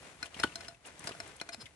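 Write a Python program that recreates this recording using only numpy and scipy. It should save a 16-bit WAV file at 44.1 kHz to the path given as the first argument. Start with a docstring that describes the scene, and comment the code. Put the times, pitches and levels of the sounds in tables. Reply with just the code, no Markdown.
"""A hand turns a sand-clogged plastic knob on the joint of a metal detector, close by in a quiet room.
From the start, grit grinds in the thread over a soft handling rumble. From 0.2 s the knob catches and
slips with clicks that ring the joint, while the frame thuds, sand hisses and fingertips tick.
Just after 0.4 s the joint gives way with one loud clack, then the grinding and clicking go on.
From 1.5 s the dragging knob squeals twice and skin rubs on it with two low, falling tones."""
import sys
import numpy as np
from scipy import signal
from scipy.fft import rfft, irfft, next_fast_len
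from scipy.io import wavfile

SR = 44100
rng = np.random.default_rng(int(sys.argv[2]) if len(sys.argv) > 2 else 0)


def master(y):
    """Save y as 16-bit WAV."""
    cut = np.clip(np.atleast_2d(y).T, -1, 1)
    pcm = np.round(cut * 32767)  # scale
    wavfile.write(sys.argv[1], SR, pcm.astype(np.int16))


N = 77175
T = np.arange(N) / SR
SHORT = 8192  # samples in one short sound
AGE = np.arange(SHORT) / SR  # seconds since it began
SPREAD_HZ = 1570  # above this, left and right drift apart


def amp(db):
    """Turn decibels into a gain."""
    return 10 ** (np.asarray(db) / 20)

def unit(x):
    """Scale to an average (rms) level of 1."""
    return x / np.sqrt(np.mean(x ** 2))

def burst(x):
    """Give a short sound the energy of 10 ms at level 1."""
    return unit(x) * np.sqrt(SR / 100 / x.shape[-1])

def fade(t60):
    """Die away by 60 dB in t60 seconds."""
    return np.exp(-np.log(1000) * AGE / t60)

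def curve(points):
    """A gain that follows (t/s, level/dB) points."""
    return amp(np.interp(T, *np.array(points).T))

def colour(x, points):
    """Make the tone follow (f/Hz, level/dB) points."""
    n = 2 * next_fast_len(x.shape[-1])
    hz, db = np.array(points).T
    gain = amp(np.interp(np.log(np.fft.rfftfreq(n, 1 / SR) + 1), np.log(hz), db))
    cepstrum = irfft(np.log(gain))
    cepstrum[1:n // 2] *= 2  # folded so that the filter never rings ahead of a sound
    cepstrum[n // 2 + 1:] = 0
    return irfft(rfft(x, n) * np.exp(rfft(cepstrum)))[..., :x.shape[-1]]

def through(x, tail):
    """Give every sample of x the same tail (convolution)."""
    return signal.fftconvolve(x, tail, axes=-1)[:, :x.shape[-1]]

def widen(pair):
    """Mix two signals to left and right: alike in the bass, apart in the treble."""
    mid, side = rfft(pair)
    hz = np.fft.rfftfreq(pair.shape[-1], 1 / SR)
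    apart = 0.22 + hz / (hz + SPREAD_HZ)
    return irfft(np.array([mid + apart * side, mid - apart * side]), pair.shape[-1])

def noise(n):
    """Stereo noise."""
    return widen(rng.standard_normal((2, n)))

def add(out, start, x):
    """Mix a sound in at its start time."""
    i = int(start * SR)
    out[:, i:i + x.shape[-1]] += x[..., :N - i]

def grains(n, per_s=8000):
    """A dense stream of tiny cracks of uneven size."""
    size = amp(np.minimum(rng.exponential(size=n), 5))
    return widen(rng.standard_normal((2, n)) * size * (rng.random(n) < per_s / SR))

def gripped(modes, grip_t60):
    """The hand makes each mode (a note that a part rings at) die sooner."""
    return [(hz, db, 1 / (1 / t60 + 1 / grip_t60)) for hz, db, t60 in modes]

def ring(force, modes):
    """A force rings the modes, each slightly off tune; high ones reach left and right out of step."""
    out = 0
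    for hz, db, t60 in modes:
        detune, lag = rng.standard_normal(size=2)
        pole = np.exp((2j * np.pi * hz * (1 + .002 * detune) - np.log(1000) / t60) / SR)
        skew = np.exp(1j * lag * hz / (hz + SPREAD_HZ) * np.array([[1], [-1]]))
        note = (signal.lfilter([1], [1, -pole], force) * skew).imag
        out = out + amp(db) * unit(note)
    return unit(out)

def slip(length, modes, crack_db, crack_tone, jerks_per_s=1500):
    """A snap and a run of smaller jerks ring the part, while the rubbing faces crack."""
    jerks = amp(-11) * rng.standard_normal(SHORT) * (rng.random(SHORT) < jerks_per_s / SR)
    jerks *= np.exp(-AGE / length)
    jerks[0] = 1  # the first snap
    crack = burst(colour(noise(SHORT) * fade(.018 + 3 * length), crack_tone))
    rise = 1 - np.exp(-AGE / (.0004 + length / 2))
    return burst((burst(ring(jerks, modes)) + amp(crack_db) * crack) * rise)


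# tone of coarse grains cracking: f/Hz, level/dB
CRUNCH_TONE = [(300, -10), (1200, 0), (2800, -1), (4500, -9), (9000, -14)]
def crunches(per_s=70):
    """Coarse grains crack one by one, each with a very short rattle."""
    cracks = (rng.random(N) < per_s / SR) * rng.uniform(.3, 1, N)
    rattle = noise(SHORT) * fade(t60=.01)
    return unit(colour(through(np.array([cracks, cracks]), rattle), CRUNCH_TONE))

# notes the joint rings at, here and in the clicks: f/Hz, level/dB, t60/s
JOINT_MODES = [(321, -9, 0.045), (679.3, -2, 0.34), (1475, 1, 0.044), (1674, -2.5, 0.039), (2066, 2, 0.026),
               (2420, -1.5, 0.074), (3980, -9.5, 0.061), (4176, -1, 0.053), (4283, -2, .012),
               (6000, -11.5, 0.027)]
# tone of the fine sand: f/Hz, level/dB
SAND_TONE = [(100, -7.5), (300, 7.5), (650, 7), (950, 4), (2200, 2), (3200, -2), (4500, -8), (6500, -7.5),
             (9000, -8.5), (11500, -23)]
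# how loud the grinding is: t/s, level/dB
GRIND_LEVELS = [(0, -58.5), (.075, -52), (.17, -62), (.255, -51.5), (.29, -61), (.41, -48.5), (.46, -52.5),
                (.54, -58), (.62, -52.5), (.69, -57.5), (.79, -72), (.84, -63), (.868, -51), (.93, -59.5),
                (1.02, -54), (1.085, -48), (1.16, -57), (1.27, -52.5), (1.35, -58.5), (1.465, -59.5),
                (1.545, -59.5), (1.575, -64.5), (1.62, -57.5), (1.69, -65), (1.75, -65)]
def grinding():
    """Fine and coarse sand breaks in the thread; the fine grit also rings the joint."""
    grit = grains(N)
    joint = amp(-20) * ring(grit[0], gripped(JOINT_MODES, grip_t60=.04))
    return (unit(colour(grit, SAND_TONE)) + joint + amp(-8) * crunches()) * curve(GRIND_LEVELS)

# tone of the rumble: f/Hz, level/dB
RUMBLE_TONE = [(25, -47), (48, -15), (65, -4), (100, -7.5), (160, -7.5), (400, -30)]
# how loud the rumble is: t/s, level/dB
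RUMBLE_LEVELS = [(0, -56), (.11, -59), (.32, -64.5), (.41, -50), (.5, -58), (.66, -57.5), (.8, -69.5),
                 (1.02, -58), (1.07, -67), (1.17, -54.5), (1.52, -67.5), (1.62, -58.5), (1.72, -67.5)]
def rumble():
    """Handling the frame makes a low noise that swells and sinks."""
    return unit(colour(noise(N), RUMBLE_TONE)) * curve(RUMBLE_LEVELS)

# tone of the quiet room: f/Hz, level/dB
AIR_TONE = [(60, 18), (200, -2), (700, 4.5), (1400, -9.5), (4000, -40), (11000, -19)]
def air():
    """The room's faint, steady background noise."""
    return amp(-67.5) * unit(colour(noise(N), AIR_TONE))

# tone of the knob's crack: f/Hz, level/dB
CRACK_TONE = [(60, -14), (300, 0), (1000, 3), (3000, -1), (6800, -2), (10000, -1), (12000, -11)]
# pitches for bass, middle, presence, bite and treble: f/Hz
BANDS_HZ = (680, 1480, 2250, 4200, 5200)
# slips of the knob: t/s, level/dB, length/s, grip t60/s, knob's own f/Hz, crack against ring/dB,
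# then strength against the middle band: bass/dB, presence/dB, bite/dB, treble/dB
KNOB_SLIPS = [(0.2272, -35, 0.0015, 0.27, 5280, -9, -11, -5.5, -1.5, -5),
              (0.3982, -35.5, 0.0014, 0.36, 5190, -3.5, 12.5, 11.5, 12, 13.5),
              (0.5559, -37.5, 0.00044, 1, 5290, -2.5, 5, -12, 7, 3.5),
              (0.606, -46.5, 0.0023, .2, 5170, -5, -4, -6.5, -3, -3),
              (0.6822, -42, 0.0012, 0.68, 5300, -6.5, 3, -27, 1.5, 3.5),
              (1.039, -45.5, 0.0053, .03, 5170, 4, -3, 3, -14, -20),
              (1.071, -36, 0.0042, .07, 4940, -0.5, 0, -12, 0, 5.5),
              (1.09, -45, 0.0035, 0.044, 5020, -4, 3, -19, -1, 3),
              (1.1493, -50, 0.00075, .04, 5200, -11, 2.5, -24, -16, -14),
              (1.2012, -38.5, 0.00081, 0.094, 5230, -6.5, -0.5, -7, -4.5, -1.5),
              (1.4129, -38, 0.0006, 0.15, 5470, -5, -3.5, -0.5, 2.5, -7),
              (1.489, -40.5, 0.0023, 0.24, 5730, -2.5, 5, 2.5, -0.5, -6),
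              (1.545, -43.5, 0.0003, 0.023, 5160, -4, 10, 7.5, 7, 3)]
def clicks():
    """The knob catches and slips; each grip strikes, damps and tunes the modes differently."""
    out = np.zeros((2, N))
    for start, db, length, grip_t60, knob_hz, crack_db, bass, *highs in KNOB_SLIPS:
        knob_mode = (knob_hz, 4, .022)
        modes = [(hz, mode_db + np.interp(hz, BANDS_HZ, (bass, 0, *highs)), t60)
                 for hz, mode_db, t60 in [*JOINT_MODES, knob_mode]]
        add(out, start, amp(db) * slip(length, gripped(modes, grip_t60), crack_db, CRACK_TONE))
    return out

# knocks of the frame: t/s, level/dB, f/Hz
FRAME_THUDS = [(0.2285, -50, 294), (0.366, -49, 188), (0.4429, -30, 359), (1.049, -47, 133),
               (1.092, -45.5, 438), (1.11, -45, 410), (1.415, -47, 354)]
def thuds(t60=.017):
    """The frame knocks in the hand: a low note that dies at once, with some clatter."""
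    out = np.zeros((2, N))
    for start, db, hz in FRAME_THUDS:
        band = signal.butter(2, (hz / 2, 3 * hz), "band", fs=SR, output="sos")
        clatter = burst(signal.sosfilt(band, noise(SHORT) * fade(2 * t60)))
        note = burst(np.sin(2 * np.pi * hz * AGE) * fade(t60))
        add(out, start, amp(db) * burst(.84 * clatter - note))
    return out

# tone of spraying sand: f/Hz, level/dB
SPRAY_TONE = [(2500, -20), (8500, 6), (11500, 0.5)]
# sprays of sand: t/s, length/s, level/dB
SAND_SPRAYS = [(0.246, 0.028, -51.5), (0.851, 0.032, -49), (0.991, 0.0073, -43.5), (1.048, 0.026, -51),
               (1.271, 0.014, -52.5), (1.361, 0.011, -51)]
def sprays():
    """Sand sprays between the joint's faces with a short, bright hiss."""
    out = np.zeros((2, N))
    for start, length, db in SAND_SPRAYS:
        n = int(length * SR)
        add(out, start, amp(db) * unit(colour(grains(n), SPRAY_TONE)) * signal.windows.tukey(n, .7))
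    return out

# fingertips catching on the grip: t/s, level/dB, f/Hz
FINGER_TICKS = [(0.2563, -48, 3040), (0.3423, -47, 2920), (0.37, -50, 2180), (0.3914, -45, 1970),
                (0.4318, -32.5, 3140), (0.472, -49.5, 2850), (0.493, -54, 2630), (0.52, -54.5, 2780),
                (0.645, -51.5, 2960), (0.744, -59.5, 2620), (0.85, -54, 2770), (1.116, -48.5, 2880),
                (1.398, -47, 3030), (1.656, -51, 2950), (1.662, -50, 1970)]
def ticks(rise_s=.0016, relative_width=.13):
    """A fingertip scuffs briefly, making noise gathered around one pitch."""
    out = np.zeros((2, N))
    for start, db, hz in FINGER_TICKS:
        scuff = noise(SHORT) * fade(t60=.038) * (1 - np.exp(-AGE / rise_s))
        pitched = signal.lfilter(*signal.iirpeak(hz, 1 / relative_width, fs=SR), scuff)
        add(out, start, amp(db) * burst(pitched + amp(-25) * scuff))
    return out

# notes the frame rings at: f/Hz, level/dB, t60/s
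FRAME_MODES = [(915, -14, .035), (1330, -11, .03), (1475, 0, .03), (1620, -8, .014), (3057, -12, .025),
               (4330, -10, .022), (5130, -15, .02)]
# tone of the crack in the clack: f/Hz, level/dB
CLACK_TONE = [(60, -18), (1500, -2), (4500, -8), (6500, -13), (11000, -10.5)]
def clack():
    """The joint gives way once and rings the frame loudly."""
    out = np.zeros((2, N))
    snap = slip(length=.0015, modes=FRAME_MODES, crack_db=-11, crack_tone=CLACK_TONE)
    add(out, .4357, amp(-23.8) * snap)
    return out

# notes the dragging knob rings at: f/Hz, level/dB, t60/s
SQUEAL_MODES = [(1590, -12, 0.031), (4200, -6, 0.065), (5200, 2, 0.02)]
# drags of the knob: t/s, length/s, level/dB, share of the length spent swelling
KNOB_DRAGS = [(1.518, .034, -43, 0.46), (1.593, .044, -46.5, 0.57)]
def squeals():
    """The dragging knob sticks and slips very fast, swelling into a thin, hissy squeal."""
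    out = np.zeros((2, N))
    for start, length, db, peak_at in KNOB_DRAGS:
        n = int(length * SR)
        friction = grains(n)
        squeal = ring(friction[0], SQUEAL_MODES) + amp(-1.5) * unit(colour(friction, CRACK_TONE))
        swell = np.interp(np.arange(n) / n, (0, peak_at, 1), (0, 1, 0))
        add(out, start, amp(db) * unit(squeal) * swell)
    return out

# skin dragging on the knob: t/s, length/s, level/dB, first f/Hz, last f/Hz
SKIN_RUBS = [(1.577, 0.029, -52.5, 266, 181), (1.626, 0.029, -50.5, 159, 70.6)]
def rubs():
    """Skin sticks and slips in a low tone that falls as the finger slows."""
    out = np.zeros((2, N))
    for start, length, db, from_hz, to_hz in SKIN_RUBS:
        n = int(length * SR)
        tone = np.sin(2 * np.pi * np.cumsum(np.linspace(from_hz, to_hz, n)) / SR)
        add(out, start, amp(db) * signal.windows.tukey(n, .5) * tone)
    return out

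# how much louder the left is than the right: f/Hz, level/dB
BALANCE = [(60, -5), (300, -2), (700, -2), (1400, 3.5), (2500, 6.5), (5000, 4.5), (10000, 4)]
def scene():
    """The close sounds and a short room echo, lows to the right and highs to the left, over still air."""
    near = grinding() + clicks() + thuds() + sprays() + ticks() + clack() + squeals() + rubs()
    tail = noise(SHORT) * fade(t60=.15) * (1 - np.exp(-AGE / .002))
    echo = amp(-16) * through(near, unit(tail) / np.sqrt(SHORT))
    mix = near + echo + rumble()
    placed = [colour(x, [(hz, side * db / 2) for hz, db in BALANCE]) for x, side in zip(mix, (1, -1))]
    return np.array(placed) + air()

def record(dry, low_hz=55, top_hz=11300):
    """Thin the deepest bass and cut the highest treble steeply."""
    thin = signal.sosfilt(signal.butter(2, low_hz, "high", fs=SR, output="sos"), dry)
    return signal.sosfilt(signal.butter(36, top_hz, fs=SR, output="sos"), thin)


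dry = scene()
out = record(dry)
master(out)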